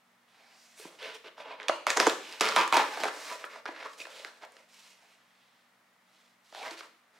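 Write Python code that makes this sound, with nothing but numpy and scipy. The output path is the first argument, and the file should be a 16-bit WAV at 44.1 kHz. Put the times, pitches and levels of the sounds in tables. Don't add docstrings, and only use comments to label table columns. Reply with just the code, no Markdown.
import sys
import numpy as np
from scipy import signal
from scipy.fft import rfft, irfft, next_fast_len
from scipy.io import wavfile

SR = 44100
rng = np.random.default_rng(int(sys.argv[2]) if len(sys.argv) > 2 else 0)


def wav_record(signal):
    frames = np.transpose(np.atleast_2d(signal))
    bounded = np.clip(frames, -1, 1)
    quanta = np.round(bounded * 32767).astype(np.int16)
    wavfile.write(sys.argv[1], SR, quanta)


N = 317079
TIME = np.arange(N) / SR


def from_db(db):
    return np.exp(np.asarray(db) * (np.log(10) / 20))


def rms_one(x):
    return x / np.sqrt(np.mean(x ** 2) + 1e-20)


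def unit(x):
    return x / np.sqrt(np.sum(x ** 2, axis=-1, keepdims=True) / (SR / 100) + 1e-20)


def at_hz(points, hz):
    points = np.array(points)
    return np.interp(np.log(np.maximum(hz, 1)), np.log(points[:, 0]), points[:, 1])


def colour(x, spectrum, skirt_db=20):
    size = next_fast_len(x.shape[-1])
    hz = np.maximum(np.fft.rfftfreq(size, 1 / SR), 1)
    octaves_outside = np.abs(np.log2(hz / np.clip(hz, spectrum[0][0], spectrum[-1][0])))
    gain = from_db(at_hz(spectrum, hz) - skirt_db * octaves_outside)
    return irfft(rfft(x, size) * gain, size)[..., :x.shape[-1]]


def band(x, low_hz, high_hz, order=2):
    edges = [low_hz, min(high_hz, .45 * SR)]
    return signal.sosfilt(signal.butter(order, edges, "band", fs=SR, output="sos"), x)


def resonance(x, hz, width_hz):
    r = np.exp(-np.pi * width_hz / SR)
    poles = [1, -2 * r * np.cos(2 * np.pi * hz / SR), r * r]
    return signal.lfilter(np.array([1, 0, -1]) * (1 - r * r) / 2, poles, x + 1e-18)


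def gliding(x, times, hz, q, block=256):
    out, state = np.zeros(N), np.zeros(2)
    for i, centre in zip(range(0, N, block), np.interp(TIME[::block], times, hz)):
        r = np.exp(-np.pi * centre / q / SR)
        zeros = np.sqrt(1 - r * r) * np.array([1, 0, -1])
        poles = [1, -2 * r * np.cos(2 * np.pi * centre / SR), r * r]
        out[i:i + block], state = signal.lfilter(zeros, poles, x[i:i + block], zi=state)
    return out


def envelopes(shape, starts, lengths, *levels_db):
    power = np.zeros((len(levels_db), N))
    for start, length, db in zip(starts, lengths, np.transpose(levels_db)):
        near = slice(*np.searchsorted(TIME, [start - .05, start + length + .2]))
        power[:, near] += (from_db(db)[:, None] * shape(TIME[near] - start, length)) ** 2
    return np.sqrt(power)


def grains(per_s, spread_db):
    sizes = from_db(spread_db * np.minimum(rng.exponential(1, N), 4)) * rng.choice([-1, 1], N)
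    return rms_one(sizes * (rng.random(N) < per_s / SR))


def catching(per_s, depth_db):
    steps = np.cumsum(rng.exponential(1 / per_s, N // 20))
    return rms_one(from_db(depth_db * np.interp(TIME, steps, rng.uniform(-0.01, 1, len(steps)))))


# f/Hz, side against mid/dB
STEREO_WIDTH = [(60, -25.5), (180, -27), (350, -15), (700, -7), (1400, -5.5), (5000, -4), (12000, -4)]
def diffuse(count):
    mid, side = rng.standard_normal((2, count))
    return mid + colour(side, STEREO_WIDTH) * np.array([[1], [-1]])


# f/Hz, level/dB
AIR_EQ = [(30, -36.5), (70, -39), (130, -13.5), (160, -11.5), (215, -11), (270, -8.5), (370, -12.5),
          (650, -5), (1000, -5), (1290, -3.5), (1600, -7), (1960, -4), (2400, -10.5), (2900, -12.5),
          (6000, -20), (16000, -27)]
def air(level_db=-67.5):
    return from_db(level_db) * rms_one(colour(diffuse(N), AIR_EQ))


# f/Hz, level/dB
HUM_TONES = [(124, -93), (188, -85), (237, -82.5), (312, -94)]
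def hum(waver_share=.7, waver_width_hz=3.3):
    out = 0
    for hz, db in HUM_TONES:
        waver = rms_one(resonance(rng.standard_normal(N + SR), hz, waver_width_hz)[SR:])
        tone = np.sqrt(2) * np.sin(2 * np.pi * (hz * TIME + rng.random()))
        out = out + from_db(db) * rms_one(tone + waver_share * band(waver, hz, 1.1 * hz))
    return out


# f/Hz, t60/s
REVERB_DECAY = [(150, 1.2), (400, .5), (1000, 0.34), (2800, 0.57), (7000, 0.46), (14000, 0.5)]
# f/Hz, level against the direct sound/dB
REVERB_EQ = [(100, -10), (200, -12), (400, -4), (800, -6), (1600, -4), (3200, -7), (6400, -7),
             (13000, -5.5)]
# f/Hz, level/dB
STANDING_WAVES = [(185, -15.5), (352, -3), (428, 1.5), (630, 0.5), (807, -2.5), (903, 0.5), (934, -1),
                  (984, 6), (1124, -10), (1187, -5), (1389, 1), (1519, -4), (2486, -5)]
def reverb(x, build_s=0.0017, mode_width_hz=9):
    t = TIME[:SR * 2 // 3]
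    impulse = signal.unit_impulse(len(t))
    response = sum(from_db(db) * resonance(impulse, hz, mode_width_hz) for hz, db in STANDING_WAVES)
    noises = diffuse(len(t)), diffuse(len(t))
    for k, low_hz in enumerate(70 * 2.0 ** np.arange(8)):
        hz = low_hz * np.sqrt(2)
        fade = np.exp(-np.log(1000) * t / at_hz(REVERB_DECAY, hz)) * (1 - np.exp(-t / build_s))
        octave = band(noises[k % 2], low_hz, 2 * low_hz)
        response = response + from_db(at_hz(REVERB_EQ, hz)) * octave * fade / np.linalg.norm(fade)
    return signal.oaconvolve(x[None], response, axes=1)[:, :N]


# f/Hz, side against mid/dB
BOX_PAN = [(60, -49.5), (250, -35.5), (700, -18), (2000, -19), (4500, -17), (9000, -16), (15000, -23.5)]
def panned(x, lag_s=9e-6):
    allpass = (1 - lag_s * SR) / (1 + lag_s * SR)
    side = colour(x, BOX_PAN)
    left = signal.lfilter([allpass, 1], [1, allpass], x - side)
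    return np.array([left, x + side])


# t/s, f/Hz, level/dB
HAND_SWEEP = [(0.28, 3200, -72), (0.45, 4300, -71), (0.62, 5300, -64), (0.74, 6000, -75),
              (0.795, 8900, -54), (0.84, 10500, -68), (0.9, 10500, -83)]
def swish(q=3.2):
    times, hz, db = np.transpose(HAND_SWEEP)
    nap = grains(per_s=12000, spread_db=-1.5)
    hiss = rms_one(band(gliding(nap, times, hz, q), 2300, 17000))
    return from_db(np.interp(TIME, times, db, left=-150, right=-150)) * hiss


def stroke_shape(t, length_s, grip_s=.009, speed_power=0.72):
    speed = np.sin(np.pi * np.clip(t / length_s, 0, 1))
    grip = 1 - np.exp(-np.maximum(t, 0) / grip_s)
    return np.maximum(speed, 0) ** speed_power * grip


# t/s, length/s, level/dB
FLAP_BENDS = [(3.728, 0.19, -56), (4.086, 0.21, -61), (4.399, 0.06, -64)]
def creasing(low_hz=900, high_hz=4200):
    start, length, db = np.transpose(FLAP_BENDS)
    crunch = rms_one(band(grains(per_s=200, spread_db=2.0), low_hz, high_hz))
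    return envelopes(stroke_shape, start, length, db)[0] * crunch


# t/s, length/s, f/Hz, level/dB
EDGE_DRAGS = [(3.988, 0.037, 2460, -38), (6.545, 0.12, 710, -45.5), (4.99, 0.1, 730, -69)]
def creaks(width_hz=170):
    slips = grains(per_s=470, spread_db=4.0)
    out = np.zeros(N)
    for start, length, hz, db in EDGE_DRAGS:
        tone = resonance(resonance(slips, hz, 2 * width_hz), hz, width_hz)
        out += envelopes(stroke_shape, [start], [length], [db])[0] * rms_one(tone)
    return out


# f/Hz, width/Hz, level/dB
WALL_MODES = [(302, 25, -1), (414, 45, -1.5), (515, 130, 4), (682, 50, 4.5), (910, 24, 1), (884, 350, 2.5),
              (1060, 353, 4.5)]
def walls(x):
    return sum((-1) ** k * from_db(db) * resonance(x, hz, width)
               for k, (hz, width, db) in enumerate(WALL_MODES))


# f/Hz, level/dB
SCRATCH_EQ = [(900, -29), (1500, 5.5), (2400, 6), (2900, 0.5), (3800, 0.5), (5400, -3.5), (7200, -19)]
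HISS_EQ = [(4000, 2), (6200, 3), (8000, 0), (11000, -7.5), (15500, -16)]
# t/s, length/s, scratch level/dB, scratch f/Hz,
# drone against scratch/dB, drone f/Hz, hiss against scratch/dB
BOARD_STROKES = [(0.27, 0.38, -62.5, 2270, -5.5, 770, -15), (0.517, 0.57, -61.5, 2420, -10, 700, -3.5),
                 (0.76, 0.13, -52, 2770, -11, 470, -4), (0.812, 0.17, -63.5, 2700, 5, 475, -11),
                 (0.976, 0.17, -40.5, 2610, -7, 518, -18.5), (1.131, 0.044, -44, 3130, -8.5, 450, -10.5),
                 (1.233, 0.066, -45.5, 2920, -4.5, 409, -21), (1.361, 0.083, -46.5, 2660, -1.5, 667, -18.5),
                 (1.429, 0.14, -46, 2630, 1, 996, -46), (1.562, 0.14, -52, 2940, 3, 1010, -30),
                 (2.174, 0.29, -45, 2740, -9, 865, -11), (2.814, 0.29, -41, 1560, -4.5, 840, -10.5),
                 (3.104, 0.29, -45, 2060, -3, 1170, -4.5), (3.283, 0.061, -42.5, 1980, 1.5, 1020, -12),
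                 (3.364, 0.12, -49, 2040, -2, 1150, -9), (3.474, 0.14, -47.5, 1590, -6.5, 1210, -16.5),
                 (3.661, 0.033, -42, 1900, -5, 490, -20), (3.684, 0.058, -53.5, 1900, 1, 457, -12),
                 (3.726, 0.17, -45, 1780, -6, 788, -22), (3.838, 0.043, -53.5, 1600, 12, 1200, -7),
                 (3.873, 0.12, -60.5, 2502, -3, 870, -1.5), (3.968, 0.078, -49, 2497, -4, 544, -1.5),
                 (4.061, 0.25, -50, 3640, -4.5, 550, -8), (4.286, 0.18, -64.5, 2024, -2, 720, -7),
                 (4.406, 0.056, -46.5, 1700, -2, 660, -18), (4.478, 0.2, -63.5, 2220, -1.5, 466, -7.5),
                 (4.667, 0.29, -58, 2970, -11.5, 1080, -4), (4.876, 0.33, -64.5, 2340, -10, 833, -7.5),
                 (5.087, 0.64, -68.5, 3360, -17.5, 1256, -12), (6.036, 0.33, -68, 3415, -13.5, 1170, -7),
                 (6.421, 0.22, -66.5, 3350, -15.5, 1165, -2.5), (6.521, 0.14, -45.5, 3480, -8, 700, -12.5),
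                 (6.609, 0.099, -40.5, 1760, -2.5, 1045, -15), (6.692, 0.066, -44.5, 2300, -2.5, 320, -10),
                 (6.765, 0.048, -43.5, 4050, -15, 630, -11), (6.812, 0.066, -56, 1770, -3, 1117, -10),
                 (7.123, 0.096, -63.5, 1600, -5.5, 448, -11)]
def sliding(drone_trim_db=-1.5, scratch_trim_db=-4.5, drone_q=11.0, scratch_q=2.3):
    start, length, db, scratch_hz, drone_over, drone_hz, hiss_over = np.transpose(BOARD_STROKES)
    drone_env, scratch_env, hiss_env = envelopes(
        stroke_shape, start, length, db + drone_over, db, db + hiss_over)
    middle = start + length / 2
    grip = catching(per_s=130, depth_db=8.5)
    slips = grip * grains(per_s=2200, spread_db=2.5)
    nap = np.sqrt(grip) * grains(per_s=7800, spread_db=2.5)
    hollow = band(gliding(slips, middle, drone_hz, drone_q), 300, 1400, order=3)
    rasp = band(gliding(slips, middle, scratch_hz, scratch_q), 730, 6200)
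    drone = rms_one(band(walls(nap), 190, 9000)) + 0.69 * rms_one(hollow)
    scratch = rms_one(colour(slips + 1.8 * nap, SCRATCH_EQ)) + rms_one(rasp)
    return (from_db(drone_trim_db) * drone_env * rms_one(drone)
            + from_db(scratch_trim_db) * scratch_env * rms_one(scratch)
            + hiss_env * rms_one(colour(nap + slips, HISS_EQ)))


# t/s, f/Hz, drive level/dB, t60/s
SOFT_BLOWS = [(0.797, 485, -37, 0.021), (0.85, 163, -42.5, 0.09), (0.853, 310, -35, 0.034),
              (1.696, 645, -1.5, 0.0095), (2.0703, 415, -4, 0.012), (3.688, 310, -35.5, 0.051),
              (6.713, 325, -42, 0.095)]
def bumps(press_s=0.0018, low_cut_hz=220):
    out, t = np.zeros(N), TIME[:SR // 4]
    for at_s, hz, db, t60 in SOFT_BLOWS:
        start = int(at_s * SR)
        fade = np.exp(-np.log(1000) * t / t60) * (1 - np.exp(-t / press_s))
        out[start:start + len(t)] += from_db(db) * fade * np.sin(2 * np.pi * hz * t)
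    return band(out + 1e-18, low_cut_hz, 3800, order=3)


# t/s, level/dB, f/Hz
FIBRE_PINGS = [(2.097, -31.5, 3330), (2.399, -46.5, 4900), (2.416, -34, 4600), (2.558, -44, 4970),
               (2.5695, -45, 5600), (2.678, -45, 7100), (2.7323, -45.5, 5950), (2.7425, -34, 3930),
               (2.7655, -40, 4160), (2.982, -63, 8000), (3.005, -55, 6450), (3.0405, -51, 6750),
               (3.451, -59.5, 8500), (4.451, -64.5, 7040), (4.521, -65.5, 7900)]
def pings(decay_s=0.0013, q=2.8):
    out, t = np.zeros(N), TIME[:SR // 50]
    for at_s, db, hz in FIBRE_PINGS:
        start = int(at_s * SR)
        slips = rng.standard_normal(len(t)) * np.exp(-t / decay_s)
        out[start:start + len(t)] += from_db(db) * unit(resonance(slips, hz, hz / q))
    return out


def pull_shape(t, length_s, attack_s=0.003, sag_db_per_s=50.5, release_s=0.016):
    attack = np.clip(1 + t / attack_s, 0, 1)
    sag = from_db(-sag_db_per_s * np.maximum(t, 0))
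    release = np.exp(-np.maximum(t - length_s, 0) / release_s)
    return attack * sag * release


STRIP_FREE_S = 2.5
# f/Hz, level/dB
RIP_EQ = [(350, -16), (520, -1), (780, -5.5), (1150, -2.5), (1700, -3), (2500, 2), (3600, -21)]
FLEX_EQ = [(70, -38), (130, -23.5), (195, -4.5), (260, -2), (345, 1), (450, 3), (650, -13.5)]
CRACKLE_EQ = [(2000, -23.5), (3100, 10.5), (5000, 5), (7000, -2), (9500, -10), (15000, -17.5)]
# t/s, f/Hz
STRIP_PITCH = [(2.41, 1310), (2.6, 1020), (2.77, 900), (3.05, 770)]
# t/s, length/s, rip level/dB, flex against rip/dB, crackle against rip/dB
STRIP_PULLS = [(1.873, 0.057, -31, -25, -3), (1.994, 0.12, -30.5, -7, -0.5), (2.41, 0.065, -21.5, -18, -7),
               (2.505, 0.092, -32, -13.5, -3), (2.568, 0.062, -18, -19, -11.5),
               (2.732, 0.085, -18, -18, -12.5), (3.001, 0.085, -34, -10, -2.5)]
def tearing(rip_trim_db=-5.0, flex_trim_db=-4.0, crackle_trim_db=-5.5, strip_q=5.2):
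    start, length, db, flex_over, crackle_over = np.transpose(STRIP_PULLS)
    rip_env, flex_env, crackle_env = envelopes(
        pull_shape, start, length, db, db + flex_over, db + crackle_over)
    fibres = grains(per_s=2200, spread_db=2.0) * catching(per_s=190, depth_db=5.5)
    coarse = grains(per_s=300, spread_db=3.0)
    ring = rms_one(band(gliding(fibres, *np.transpose(STRIP_PITCH), strip_q), 410, 3600))
    ring_share = np.interp(TIME, [STRIP_FREE_S, 2.57], [.2, 1.15])
    rip = (rms_one(colour(fibres, RIP_EQ)) + ring_share * ring) / (1 + 0.7 * ring_share)
    flex = rms_one(colour(fibres, FLEX_EQ))
    crackle = rms_one(colour(fibres + 0.97 * coarse, CRACKLE_EQ))
    return (from_db(rip_trim_db) * rip_env * rip
            + from_db(flex_trim_db) * flex_env * flex
            + from_db(crackle_trim_db) * crackle_env * crackle)


# t/s, knock level/dB, ring f/Hz, crack against knock/dB, chatter/s
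CONTACT_TICKS = [(0.8, -52, 446, -4, 0.0031), (0.853, -48, 474, -17, 0.0045), (1.052, -46, 510, -19, 0.008),
                 (1.381, -46, 620, -21, 0.0028), (1.601, -40.5, 1860, -24, 0.00028),
                 (1.61, -54, 2800, -22, 0.00033), (1.619, -45, 1600, -30, 0.00043),
                 (1.631, -46.5, 2760, -30, .0004), (1.6962, -22, 814, -20.5, 0.0023),
                 (2.326, -55, 1250, 8.5, 0.0011), (2.678, -36.5, 1070, -10, 0.00054),
                 (2.974, -34, 766, -14.5, 0.0015), (3.355, -47.5, 580, -6, 0.0041),
                 (3.441, -35, 1190, -28, 0.0041), (3.559, -43, 610, -21, 0.0048),
                 (3.6568, -36.5, 990, -15, 0.00068), (3.661, -36, 1620, -20.5, 0.0028),
                 (3.689, -39.5, 704, -28, 0.0043), (3.763, -46, 1680, -23, 0.009),
                 (3.81, -50, 1850, -22, 0.0022), (3.827, -43, 1450, -20, 0.002),
                 (3.862, -43.5, 1080, -26, 0.0027), (3.934, -65, 3000, 6, .002),
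                 (4.003, -42.5, 2430, -13, 0.0017), (4.017, -48, 2520, -11, 0.0015),
                 (4.054, -43.5, 1550, -15, 0.0018), (4.07, -47, 665, -9, 0.00094),
                 (4.2483, -38.5, 1620, -8, 0.0012), (4.434, -44, 740, -27, 0.0079),
                 (4.568, -54.5, 2217, -10, 0.0012), (6.526, -48.5, 680, -16, 0.0015),
                 (6.549, -44, 780, -9.5, 0.0008), (6.71, -51, 846, 4.5, 0.0059),
                 (6.808, -43, 1263, -10.5, 0.0042)]
def tick_hits(thump_over_db=-12.5, lead_s=0.00062, crack_hz=4456):
    return [(at_s, hz, crack_hz, db, db + thump_over_db, db + crack_over, chatter_s, lead_s)
            for at_s, db, hz, crack_over, chatter_s in CONTACT_TICKS]


# t/s, knock level/dB, ring f/Hz, crack against knock/dB,
# crack f/Hz, thump against knock/dB, rebound against knock/dB, fraying after/s, fraying before/s
BRIDGE_SNAPS = [(1.6839, -27.5, 2556, -5.5, 3055, -17.5, -4.5, 0.0022, 0.00016),
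                (1.8682, -23, 1120, -9.5, 2260, -32, -9.5, 0.0012, 0.00028),
                (1.904, -26.5, 1660, -3, 6800, -15.5, -12.5, 0.0029, 0.002),
                (1.973, -21.5, 1020, -6, 6450, -6.5, -15.5, 0.0057, 0.0042),
                (2.0015, -20, 1020, -5, 5320, -9, -6.5, 0.002, 0.0011),
                (2.029, -28.5, 988, -12.5, 2850, -8.5, -10.5, 0.0025, .0015),
                (2.0691, -19, 885, -11, 6820, -0.5, -7.5, 0.0028, 0.0017),
                (2.41, -23.5, 1290, -3.5, 5200, -6, -9, 0.00094, 0.00055),
                (2.489, -28, 1065, -3, 4200, -13, -12, 0.007, 0.0072),
                (2.5633, -20, 990, -6.5, 3300, -18, -11, 0.0019, 0.00048),
                (2.726, -20, 860, -13, 3900, -19.5, -20, 0.0012, 0.0003),
                (2.75, -25.5, 944, -9.5, 2670, -24, -6.5, 0.0027, 0.0018),
                (2.7701, -20, 1000, -7.5, 3825, -9, -9.5, 0.0032, 0.0013),
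                (3.0362, -26, 734, -9.5, 1700, -23, -5, 0.0022, 0.00086),
                (3.055, -31.5, 780, -12, 1600, -2, -9.5, 0.0021, 0.0012),
                (3.084, -31.5, 1460, -21, 8000, -22, -21, 0.0025, 0.0027)]
def snap_hits(rebound_s=.0075, rebound_fray_s=0.0015, wall_hz=547, strip_hz=1020):
    hits = []
    for at_s, db, hz, crack_over, crack_hz, thump_over, rebound_over, after_s, before_s in BRIDGE_SNAPS:
        hits.append((at_s, hz, crack_hz, db, db + thump_over, db + crack_over, after_s, before_s))
        back_db = db + rebound_over
        back_hz = wall_hz if at_s < STRIP_FREE_S else strip_hz
        hits.append((at_s + rebound_s, back_hz, crack_hz, back_db, back_db + thump_over + 6, back_db - 8,
                     rebound_fray_s, rebound_fray_s))
    return hits


def board_knock(force, hz, q=2.5):
    body = unit(band(force, 480, 3200))
    ring = unit(resonance(force, hz, hz / q))
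    return unit(band(body + 2.2 * ring, 440, 2.4 * max(hz, 500)))


def edge_crack(force, hz, q=4.4, lead_s=.0005):
    early = np.roll(force, -int(lead_s * SR))
    bright = band(band(early, 1300, .45 * SR), 1300, 7500, order=1)
    crack = unit(signal.sosfilt(signal.butter(2, 9000, fs=SR, output="sos"), bright))
    return unit(crack + 0.95 * unit(resonance(crack, hz, hz / q)))


def impacts(hits, grain_share, knock_trim_db=-1.5, thump_trim_db=-4.0):
    out = np.zeros(N)
    lead = SR // 40
    t = (np.arange(3 * lead) - lead) / SR
    click = unit(signal.unit_impulse(len(t), lead))
    for at_s, ring_hz, crack_hz, knock_db, thump_db, crack_db, after_s, before_s in hits:
        flare = np.exp(-np.abs(t) / np.maximum(np.where(t < 0, before_s, after_s), 1e-4))
        fraying, splitting = grain_share * unit(rng.standard_normal((2, len(t))) * flare)
        knock = from_db(knock_db + knock_trim_db) * board_knock(click + 5.8 * fraying, ring_hz)
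        thump = from_db(thump_db + thump_trim_db) * unit(band(click + 1.5 * fraying, 300, 500, order=3))
        crack = from_db(crack_db) * edge_crack(0.72 * click + splitting, crack_hz)
        start = int(at_s * SR) - lead
        out[start:start + len(t)] += knock + thump - crack
    return out


def scene():
    handling = tearing() + pings() + swish() + sliding() + creasing() + creaks() + bumps()
    hits = snap_hits() + tick_hits()
    ambience = reverb(handling + impacts(hits, grain_share=0.095)) + air()
    box = panned(handling + impacts(hits, grain_share=1.0))
    return ambience + hum() + box


def record(dry, cutoff_hz=15750):
    return signal.sosfilt(signal.ellip(10, .1, 70, cutoff_hz, fs=SR, output="sos"), dry)


dry = scene()
out = record(dry)
wav_record(out)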